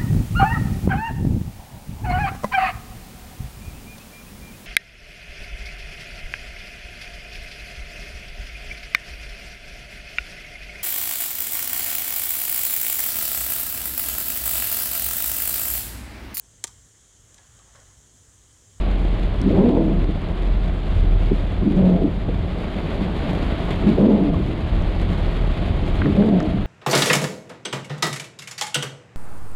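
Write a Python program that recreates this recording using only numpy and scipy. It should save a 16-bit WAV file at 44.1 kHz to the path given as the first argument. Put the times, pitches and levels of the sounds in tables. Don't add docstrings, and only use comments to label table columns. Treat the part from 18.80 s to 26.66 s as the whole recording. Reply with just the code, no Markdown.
import sys
import numpy as np
from scipy import signal
from scipy.fft import rfft, irfft, next_fast_len
from scipy.io import wavfile
from scipy.ndimage import uniform_filter1d

SR = 44100
rng = np.random.default_rng(int(sys.argv[2]) if len(sys.argv) > 2 else 0)


def file_out(sig):
    cols = np.atleast_2d(sig).T
    lim = np.clip(cols, -1, 1)
    pcm = np.round(lim * 32767).astype(np.int16)
    wavfile.write(sys.argv[1], SR, pcm)


N = 346626

# (time [s], level [dB])
RAIN_LEVEL = [(0, -41.5), (.8, -41.5), (.88, -42.5), (1.5, -42.5), (2.9, -42.5), (3.45, -43), (4.1, -39),
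              (4.55, -37.5), (5.12, -37), (5.25, -39.5), (5.6, -41), (6.3, -39), (7.5, -39), (7.86, -41)]
# (frequency [Hz], gain [dB])
GLASS_COLOUR = [(500, -5.5), (900, -0.5), (1100, 4.5), (1300, 2), (1750, -0.2), (2100, 1), (2600, -2),
                (3400, -2), (4000, -7.5), (4600, -12.5), (5200, -22), (5900, -40), (8000, -41.5)]
# (frequency [Hz], gain [dB])
SPIT_COLOUR = [(4000, -9), (5800, -4), (7000, 0), (8000, -3), (11000, -7), (13000, -15.5), (15000, -22)]
# (frequency [Hz], gain [dB])
ROOF_COLOUR = [(100, -13.5), (140, -1), (180, 3), (240, -6), (310, -4.5), (400, -7.5), (470, -11.5),
               (650, -10.5), (800, -16), (1000, -22.5), (1500, -32.5)]
# (time [s], level [dB])
ENGINE_LEVEL = [(0, -20), (.3, -18), (.5, -26), (.65, -20), (.85, -31.5), (1.18, -16.5), (1.45, -28.5),
                (1.7, -15), (2.02, -24), (2.25, -14.5), (2.52, -19.5), (2.62, -25), (3.5, -25),
                (3.8, -30.5), (5.6, -30.5), (6.45, -21.5), (7.86, -33.5)]
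# (time [s], rate [Hz])
FIRING_RATE = [(0, 44.2), (.65, 41.5), (1.45, 37.94), (1.8, 43.8), (2.15, 39.22), (2.55, 38.7),
               (2.95, 35.9), (3.35, 44.9), (5.5, 46.96), (6.5, 39.37)]
# (time [s], level [dB])
ROAD_LEVEL = [(0, -33), (.6, -28), (1.05, -33.5), (2.6, -27.5), (3.1, -31), (3.5, -29.5), (3.75, -35),
              (4.6, -27.5), (5.3, -31), (5.8, -27.5), (7.25, -23.5), (7.53, -34.5), (7.86, -24.5)]
# (frequency [Hz], gain [dB])
RUMBLE_COLOUR = [(18, -13.5), (26, 5), (34, 0), (50, 0), (64, -0.5), (85, 2), (105, -4), (130, -10.5),
                 (200, -21.5)]
# (start [s], swish level [dB], rubber bites after [s], rubbing level [dB], rubbing held [s],
#  rubbing dies away [dB/s], scrape level against the rubbing [dB], blade resonance level [dB])
WIPER_STROKES = [ (.59, -19, .125, -16.5, .38, 55, -2.5, -12),
                 (2.79, -19, 0.14, -21.5, 0.31, 130, -6, -7.5),
                 (4.99, -16, 0.171, -17.5, 0.36, 57, -1, -11), (7.187, -18, .145, -20.5, .39, 55, -6, -7.5),
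                 ]
# (frequency [Hz], width [Hz], gain [dB])
PANE_MODES = [(131, 26.7, -0.5), (202.6, 25, 2), (277.6, 22.4, 1.5), (311.3, 36.6, -1.5), (391, 60.5, -5),
              (483.5, 34, -9), (537.4, 28, -11.5), (650, 152, -20), (800, 90, -21.5), (1050, 300, -33.5)]
# (time [s], peak [dB], lower edge [Hz], upper edge [Hz])
BODY_KNOCKS = [(.652, -10, 131, 328), (.7, -19.5, 470, 680), (.732, -12, 150, 450), (.77, -17, 370, 760),
               (.969, -16, 445, 1000), (1.088, -17.5, 270, 760), (2.509, -5.5, 145, 440),
               (2.714, -24, 263.4, 794), (2.816, -12.5, 170, 398), (2.858, -9, 171, 396),
               (3.21, -14.5, 230, 480), (3.23, -8, 215, 447), (3.268, -17, 220, 397),
               (3.479, -22, 450, 950), (4.2, -13.5, 131, 274), (5.176, -10.5, 350, 846),
               (5.342, -14.5, 189, 800), (5.412, -13, 170, 480), (7.256, -9.5, 200, 760),
               (7.73, -14, 105, 230)]
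# (time [s], peak [dB], lower edge [Hz], upper edge [Hz])
DROP_SLAPS = [(5.538, -27.5, 1070, 1199), (7.2175, -15.5, 850, 2250), (7.2575, -18, 950, 2000),
              (7.423, -23.5, 998, 1950), (7.6025, -21, 1100, 1950)]
# (time
# [s], peak [dB], upper edge [Hz])
SHARP_TICKS = [(.616, -29.5, 16010), (2.965, -44, 8950), (6.023, -42, 12040), (6.215, -42, 13960),
               (7.065, -42, 14000), (7.603, -29, 7960), (7.629, -36, 7500)]
# (frequency [Hz], gain [dB])
TICK_COLOUR = [(3500, -6), (5100, 3), (6500, -1), (8200, -2), (11000, -16), (13000, -24.5)]
# (start [s], length [s], level [dB], first slip rate [Hz], last slip rate [Hz])
JUDDER_BURSTS = [ (.778, 0.045, -11.5, 189.1, 201.3), (.83, 0.0901, -15.5, 222, 268),
                 (.98, .12, -21, 334.4, 305), (2.964, 0.055, -10.5, 190.6, 194.5),
                 (3.024, 0.1486, -12, 186, 176.5), (5.06, 0.064, -15, 212.6, 204.9),
                 (5.19, .085, -12.5, 202.4, 213.7), (5.277, 0.0845, -15, 232.5, 191.7),
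                 (5.385, 0.055, -20.5, 184.1, 186.3), (5.44, 0.0736, -20, 304.1, 279),
                 (5.52, .06, -19.5, 165, 139.3), (7.378, .054, -11.5, 192.5, 215.6),
                 (7.433, .088, -15.5, 227.9, 200.4), (7.522, 0.075, -13.5, 187.4, 175.4),
                 (7.61, .07, -23, 299.6, 315), ]

PATTER_DB, SPIT_DB = 1, -23
ROOF_DB, ROOF_DB_PER_SHOWER_DB = -28, 0.84
WIPED_DB, WIPED_AFTER_S, WIPED_FALL_S = -1.5, 0.16, 0.22
WIPED_SHRINK_DB_PER_S = 17.5

STROKE_S = .69
SWISH_AT_S, SWISH_S = .097, .062
RUB_ATTACK_S, RUB_DB = .03, -1
RUB_SLOW_DB, RUB_SAG_DB_PER_S = -1, 6.5
CATCH_FLUTTER_DB = .6
SCRAPE_HOLD_S, SCRAPE_RELEASE_DB_PER_S = 0.099, 110
BLADE_START_HZ, BLADE_RISE_HZ = 480, 190
GROAN_SLOW_HZ, GROAN_RISE_HZ = 130, 95
GROAN_DB, GROAN_RELEASE_DB_PER_S = -2.5, 30

LINKAGE_LOW_HZ = 138
LIFT_AFTER_S, LIFT_DB, LIFT_EDGE_HZ = .06, -13.5, 360
TURN_DB, TURN_EDGE_HZ = -15.5, 460
JUDDER_EDGE_S, JUDDER_SAG_DB_PER_S = 0.0071, 24
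TOP_HZ = 15300


def undb(db):
    return 10 ** (np.asarray(db) / 20)


def unit(x):
    return x / np.sqrt(np.mean(x ** 2) + 1e-18)


def curve(rows):
    s, *columns = np.transpose(rows)
    return [np.interp(np.arange(N) / SR, s, c) for c in columns]


def latest(table):
    t, rows = np.arange(N) / SR, np.array(table)
    current = np.maximum(np.searchsorted(rows[:, 0], t) - 1, 0)
    start, *settings = rows[current].T
    return t - start, *settings


def envelope(age, attack_s, hold_s, release_db_per_s):
    rise = np.clip(age / attack_s, 0, 1)
    return rise * undb(-release_db_per_s * np.maximum(age - attack_s - hold_s, 0))


def bump(age, at_s, width_s):
    return np.exp(-((age - at_s) / width_s) ** 2)


def walk(rate):
    k = max(int(SR / rate), 1)
    held = np.repeat(rng.standard_normal(N // k + 1), k)[:N]
    return unit(uniform_filter1d(uniform_filter1d(held, k), k))


def bandpass(x, low_hz, high_hz):
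    return signal.sosfilt(signal.butter(4, [low_hz, high_hz], "bandpass", fs=SR, output="sos"), x)


def colour(x, points):
    size = next_fast_len(len(x) + 8192, True)
    size += size % 2
    octave = np.log2(np.maximum(np.fft.rfftfreq(size, 1 / SR), 1))
    hz, db = np.transpose(points)
    outside = np.abs(octave - np.clip(octave, np.log2(hz[0]), np.log2(hz[-1])))
    gain = undb(np.interp(octave, np.log2(hz), db) - 20 * outside)
    cepstrum = irfft(np.log(gain))
    cepstrum[1:size // 2] *= 2
    cepstrum[size // 2 + 1:] = 0
    return irfft(rfft(x, size) * np.exp(rfft(cepstrum)))[:len(x)]


def impacts(per_s, spread_db):
    lands = rng.random(N) < per_s / SR
    size = undb(spread_db * np.minimum(rng.exponential(size=N), 5))
    return unit(lands * size * rng.choice([-1, 1], N))


def rain():
    age, *_ = latest(WIPER_STROKES)
    wiped = envelope(age - WIPED_AFTER_S, WIPED_FALL_S, 0, WIPED_SHRINK_DB_PER_S)
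    shower_db = curve(RAIN_LEVEL)[0] + WIPED_DB * wiped
    roof_db = ROOF_DB + ROOF_DB_PER_SHOWER_DB * (shower_db - shower_db.mean())
    gust_db = 1.0 * walk(55)
    clusters = undb(3 * np.tanh(walk(45)))
    heavy = unit(impacts(per_s=400, spread_db=2.5) * clusters)
    patter = unit(colour(impacts(per_s=12000, spread_db=2.0) + 0.41 * heavy, GLASS_COLOUR))
    spit = unit(colour(impacts(per_s=6000, spread_db=1.5) + 0.87 * heavy, SPIT_COLOUR))
    drum = unit(colour(impacts(per_s=1800, spread_db=2.5) + 0.53 * heavy, ROOF_COLOUR))
    glass = patter * undb(PATTER_DB) + spit * undb(SPIT_DB + 0.5 * walk(36))
    return glass * undb(shower_db + gust_db) + drum * undb(roof_db)


def car(road_lift_db=5.0, waver_db=.7):
    hz, = curve(FIRING_RATE)
    engine_db, = curve(ENGINE_LEVEL)
    rumble_db, = curve(ROAD_LEVEL)
    boom = unit(np.sin(2 * np.pi * np.cumsum(hz) / SR))
    lumpy = rng.standard_normal(N) * undb(1.6 * walk(15))
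    rumble = unit(colour(lumpy, RUMBLE_COLOUR))
    return boom * undb(engine_db + waver_db * walk(23)) + rumble * undb(rumble_db + road_lift_db)


def pane(force, low_hz, edge_hz):
    modes = 0
    for k, (hz, width, db) in enumerate(PANE_MODES):
        ring = signal.lfilter(*signal.iirpeak(hz, hz / width, SR), force)
        modes = modes + (-1) ** k * undb(db) * ring
    return bandpass(modes, low_hz, edge_hz)


def steady(x):
    power = uniform_filter1d(unit(x) ** 2, size=SR // 25)
    return unit(x / np.sqrt(power + 1e-3))


def gliding(force, hz, width_hz):
    turn = np.exp(2j * np.pi * np.cumsum(hz) / SR)
    lowpass = signal.butter(2, width_hz / 2, fs=SR, output="sos")
    return unit((turn * signal.sosfilt(lowpass, force / turn)).real)


def wipers():
    age, swish_db, bite_s, drag_db, hold_s, release, scrape_db, blade_db = latest(WIPER_STROKES)
    crank = np.pi * np.clip(age / STROKE_S, 0, 1)
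    speed = np.sin(crank)
    rubbed_s = np.maximum(age - bite_s, 0)
    load = undb(drag_db + RUB_DB + RUB_SLOW_DB * (1.0 - speed) - RUB_SAG_DB_PER_S * rubbed_s)
    drag = envelope(rubbed_s, RUB_ATTACK_S, hold_s, release)
    catches = impacts(per_s=5000, spread_db=1.0) * undb(CATCH_FLUTTER_DB * walk(35))

    slow = steady(pane(catches, low_hz=151.0, edge_hz=395))
    fast = steady(pane(catches, low_hz=223, edge_hz=1150))
    swish = slow * undb(swish_db) * bump(age, SWISH_AT_S, SWISH_S)
    rubbing = np.sqrt(1 - speed ** 4) * slow + speed ** 2 * fast

    scrape = steady(pane(impacts(per_s=5000, spread_db=0.5), low_hz=331, edge_hz=1300))
    scrape_shape = envelope(rubbed_s, RUB_ATTACK_S, SCRAPE_HOLD_S, SCRAPE_RELEASE_DB_PER_S)
    scrape = scrape * undb(scrape_db) * scrape_shape

    blade_hz = BLADE_START_HZ + BLADE_RISE_HZ * np.sin(np.minimum(crank, np.pi / 2)) ** 6
    blade = steady(gliding(catches, blade_hz, width_hz=80))
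    rubbing = rubbing + blade * undb(blade_db) * speed

    groan_hz = GROAN_SLOW_HZ + GROAN_RISE_HZ * speed ** 2
    groan = steady(gliding(impacts(per_s=5000, spread_db=1.0), groan_hz, width_hz=96))
    groan = groan * undb(GROAN_DB) * envelope(rubbed_s, RUB_ATTACK_S, hold_s, GROAN_RELEASE_DB_PER_S)
    return swish + load * (rubbing * drag + scrape + groan)


def blows(rows, body, rattle_s, rattle):
    out, t = np.zeros(N + SR), np.arange(SR // 4) / SR
    for s, db, *contact in rows:
        force = rattle * rng.standard_normal(len(t)) * np.exp(-t / rattle_s)
        force[0] += 1
        ring, start = body(force, *contact), int(s * SR)
        out[start:start + len(t)] += undb(db) * ring / np.abs(ring).max()
    return out[:N]


def tick(force, edge_hz):
    lowpass = signal.butter(2, edge_hz, fs=SR, output="sos")
    return signal.sosfilt(lowpass, colour(force, TICK_COLOUR))


def slap(force, low_hz, high_hz):
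    return bandpass(force, low_hz, high_hz)


def taps(tick_lift_db=2.0):
    starts = [start for start, *_ in WIPER_STROKES]
    lifts = [(start + LIFT_AFTER_S, LIFT_DB, LINKAGE_LOW_HZ, LIFT_EDGE_HZ) for start in starts]
    turns = [(start + STROKE_S, TURN_DB, LINKAGE_LOW_HZ, TURN_EDGE_HZ) for start in starts]
    knocks = blows([*BODY_KNOCKS, *lifts, *turns], pane, rattle_s=0.007, rattle=0.12)
    slaps = blows(DROP_SLAPS, slap, rattle_s=0.003, rattle=0.49)
    ticks = blows(SHARP_TICKS, tick, rattle_s=0.00057, rattle=0.75)
    return knocks + slaps + undb(tick_lift_db) * ticks


def judders(snap_db=-16, jitter=0.022, shake_db=0.1):
    age, length_s, db, first_hz, last_hz = latest(JUDDER_BURSTS)
    hz = first_hz + (last_hz - first_hz) * np.clip(age / length_s, 0, 1)
    cycles = np.cumsum(hz * (1 + jitter * walk(90))) / SR
    gate = np.clip(np.minimum(age, length_s - age) / JUDDER_EDGE_S, 0, 1)
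    swing = gate * undb(db - JUDDER_SAG_DB_PER_S * age + shake_db * walk(60))
    slips = np.diff(np.floor(cycles), prepend=0) * undb(2.5 * walk(200))
    snaps = unit(pane(slips, low_hz=425, edge_hz=1170))
    hum = unit(np.sin(2 * np.pi * cycles))
    return (hum + undb(snap_db) * snaps) * swing


def scene():
    return (rain() + car() + wipers() + taps() + judders())[None]


def record(dry):
    rounded = dry / (1 + (dry / .8) ** 4) ** .25
    return signal.sosfilt(signal.ellip(8, .2, 70, TOP_HZ, fs=SR, output="sos"), rounded)


dry = scene()
out = record(dry)
file_out(out)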